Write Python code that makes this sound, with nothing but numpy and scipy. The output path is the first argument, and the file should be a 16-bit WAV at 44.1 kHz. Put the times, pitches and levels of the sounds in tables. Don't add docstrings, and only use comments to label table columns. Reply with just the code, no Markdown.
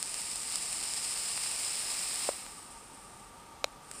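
import sys
import numpy as np
from scipy import signal
from scipy.fft import rfft, irfft
from scipy.io import wavfile

SR = 44100
rng = np.random.default_rng(int(sys.argv[2]) if len(sys.argv) > 2 else 0)


def materialize(psi):
    bounded = np.clip(np.atleast_2d(psi).T, -1, 1)
    quanta = np.round(bounded * 32767).astype(np.int16)
    wavfile.write(sys.argv[1], SR, quanta)


N = 4 * SR
RELEASE_S, QUENCH_DB = 2.291, -6.5

# t/s, level/dB
BOIL_ENVELOPE = [(0, -43), (.2, -39), (.47, -40.5), (.52, -37), (.65, -37.5), (.85, -36.5), (1.15, -36.5),
                 (1.5, -35.5), (2.2, -36.5)]
# f/Hz, level/dB
BOIL_COLOUR = [(100, -35), (350, -24.5), (700, -16), (1100, -15.5), (1600, -18.5), (2200, -12), (2700, -10),
               (3400, -13.5), (4650, -7), (5120, -1.4), (5550, -8), (6150, -17.5), (6700, -11.5),
               (7400, -4), (8500, -0.5), (9100, -3), (9900, -10), (10700, -13), (11700, -25), (12600, -26),
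               (13700, -23), (14400, -26), (15000, -18)]
# f/Hz, level/dB
FRY_COLOUR = [(100, -24), (350, -8.5), (800, -4), (1500, -4.5), (2400, 0), (3300, -6), (4100, 0),
              (5200, -11.5), (6200, -9), (8400, 3), (10500, -4.5), (11700, -15.5), (13700, -10),
              (15000, -8)]
# t/s, level/dB
SIMMER_ENVELOPE = [(0, -44), (2.3, -46), (2.5, -52), (2.7, -54), (2.95, -56), (3.12, -55), (3.3, -60.5),
                   (3.55, -64.5), (3.82, -65.5), (3.86, -57.5), (3.895, -54), (4, -45.5)]
# f/Hz, level/dB
SIMMER_COLOUR = [(300, -20), (1500, -18.5), (2700, -10), (3600, -20), (4600, -14.5), (5300, -7.5),
                 (6300, -18), (7500, -6), (8800, 1), (9600, -6), (10600, -15), (11800, -27), (15000, -25)]
# t/s, peak level/dB
SPITS = [(.0278, -12), (0.059, -26), (0.1432, -16.5), (0.2176, -20), (0.3585, -18), (.4331, -23),
         (0.5, -24), (.5166, -25), (0.5237, -19), (0.5567, -16), (0.5577, -13.5), (0.729, -16),
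         (0.828, -21), (0.875, -26), (0.9374, -17.5), (1.1752, -17.5), (1.689, -30), (1.9417, -25),
         (2.1582, -16.5), (2.2375, -28), (2.2834, -20), (2.4644, -31), (3.9144, -23), (3.9383, -32)]
# f/Hz, level/dB
SPIT_COLOUR = [(200, -22), (700, -17.5), (2500, -10), (3500, -9), (5100, -2.5), (6200, -12), (7400, 0),
               (8500, 6), (10000, -7), (11800, -22), (15000, -17)]
# t/s, peak level/dB
POPS = [(.8282, -30), (.8516, -31), (1.1644, -30), (1.3771, -22.5), (1.4612, -26), (2.4649, -31),
        (3.9144, -31.5)]
# f/Hz, level/dB
POP_COLOUR = [(150, -24), (700, 0.5), (1200, -1.5), (2200, 0), (3300, -8), (5000, -9), (6300, -17),
              (8500, -14), (12000, -28), (15000, -30)]
# t/s, peak level/dB, low-pass corner f/Hz
BUTTON_HITS = [(2.2898, -17, 600), (2.293, -24, 3500), (3.6432, -7, 13000), (3.6448, -21.5, 16000)]
# f/Hz, level/dB
CASE_COLOUR = [(60, -39), (200, -21), (380, -10), (530, 3), (590, 4), (720, -2), (1100, -3.5), (1500, -6.5),
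               (1880, -16), (2200, -1.5), (2420, -2), (2950, -10), (3500, -8.5), (3880, -1), (4180, -1),
               (4500, -16), (4900, -9), (5700, -9), (6350, -17), (6950, -8), (8300, -29), (9700, -22),
               (10700, -17), (13000, -25), (15000, -46)]
# f/Hz, level/dB
FAN_COLOUR = [(15, -20), (28, -9), (42, 0), (65, -7.5), (200, -5), (400, -8), (680, -10.5), (810, -3.5),
              (860, -7), (915, 1), (980, -7.5), (1030, -13.5), (1100, -11.5), (1165, 0), (1240, -2.5),
              (1330, -11), (1700, -15), (3000, -18.5), (5000, -20.5), (9000, -24), (11500, -29),
              (15000, -32)]


def boil():
    quench_s, cool_db_per_s = .024, 36.5
    cooling_s = np.maximum(np.arange(N) / SR - RELEASE_S, 0)
    cooling_db = QUENCH_DB * (1 - np.exp(-cooling_s / quench_s)) - cool_db_per_s * cooling_s
    level_db = envelope(BOIL_ENVELOPE) + cooling_db + .75 * flutter(rate_hz=35)
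    return amp(level_db) * bubbles(BOIL_COLOUR, per_s=9000, spread_db=4)


def fry():
    hottest_db, grow_db_per_s, cool_db_per_s = -42.5, 5, 42
    since_s = np.arange(N) / SR - RELEASE_S
    heat_db = np.where(since_s < 0, grow_db_per_s * since_s, QUENCH_DB / 2 - cool_db_per_s * since_s)
    return amp(hottest_db + heat_db) * bubbles(FRY_COLOUR, per_s=3500, spread_db=5)


def simmer():
    level_db = envelope(SIMMER_ENVELOPE) + 1.5 * flutter(rate_hz=23)
    return amp(level_db) * bubbles(SIMMER_COLOUR, per_s=9000, spread_db=3)


def bubbles(colour, per_s, spread_db):
    sizes = amp(spread_db * np.clip(rng.standard_normal(N), -3, 3))
    bursting = rng.random(N) < per_s / SR
    clicks = sizes * bursting * rng.choice([-1, 1], N)
    return unit_rms(signal.oaconvolve(clicks, ring(colour))[:N])


def snaps(cues, colour):
    out, snap = np.zeros(N), ring(colour)
    for start_s, peak_db in cues:
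        add_hit(out, snap, start_s, peak_db)
    return out


def button():
    out, case = np.zeros(N), ring(CASE_COLOUR)
    for start_s, peak_db, corner_hz in BUTTON_HITS:
        hit = signal.lfilter(*signal.butter(2, corner_hz, fs=SR), case)
        add_hit(out, hit, start_s, peak_db)
    return out


def room(sound):
    wet_db, t60_s, predelay_s = -28, .2, .004
    t = np.arange(SR // 2) / SR
    tail = rng.standard_normal(len(t)) * amp(-60 * t / t60_s) * (t > predelay_s)
    return amp(wet_db) * signal.oaconvolve(sound, tail / np.linalg.norm(tail))[:N]


def fan(level_db=-52.5):
    air = signal.oaconvolve(rng.standard_normal(2 * N), ring(FAN_COLOUR, size=16384))
    return amp(level_db) * unit_rms(air[N:2 * N])


def ring(colour, size=4096):
    f, db = np.transpose(colour)
    bin_hz = abs(np.fft.fftfreq(size, 1 / SR))
    log_gain = np.log(amp(np.interp(np.log(bin_hz + 1), np.log(f), db)))
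    spectrum = np.exp(np.conj(signal.hilbert(log_gain)))
    return np.fft.ifft(spectrum).real[:size // 2]


def flutter(rate_hz):
    f = np.fft.rfftfreq(N, 1 / SR)
    band = (f > 2) / (1 + (f / rate_hz) ** 2)
    return unit_rms(irfft(rfft(rng.standard_normal(N)) * band, N))


def envelope(points):
    return np.interp(np.arange(N) / SR, *np.transpose(points))


def add_hit(mix, sound, start_s, peak_db):
    slot = mix[round(start_s * SR):][:len(sound)]
    slot += amp(peak_db) * sound[:len(slot)] / abs(sound).max()


def amp(db):
    return 10 ** (np.asarray(db) / 20)


def unit_rms(x):
    return x / np.sqrt(np.mean(x ** 2) + 1e-20)


def scene():
    sizzle = boil() + fry() + simmer()
    vape = sizzle + snaps(SPITS, SPIT_COLOUR) + snaps(POPS, POP_COLOUR) + button()
    return np.tile(vape + room(vape) + fan(), (2, 1))


def record(dry, cutoff_hz=15050):
    low_pass = signal.firwin(511, cutoff_hz, window=("kaiser", 8), fs=SR)
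    return signal.oaconvolve(dry, low_pass[None], "same", axes=1)


dry = scene()
out = record(dry)
materialize(out)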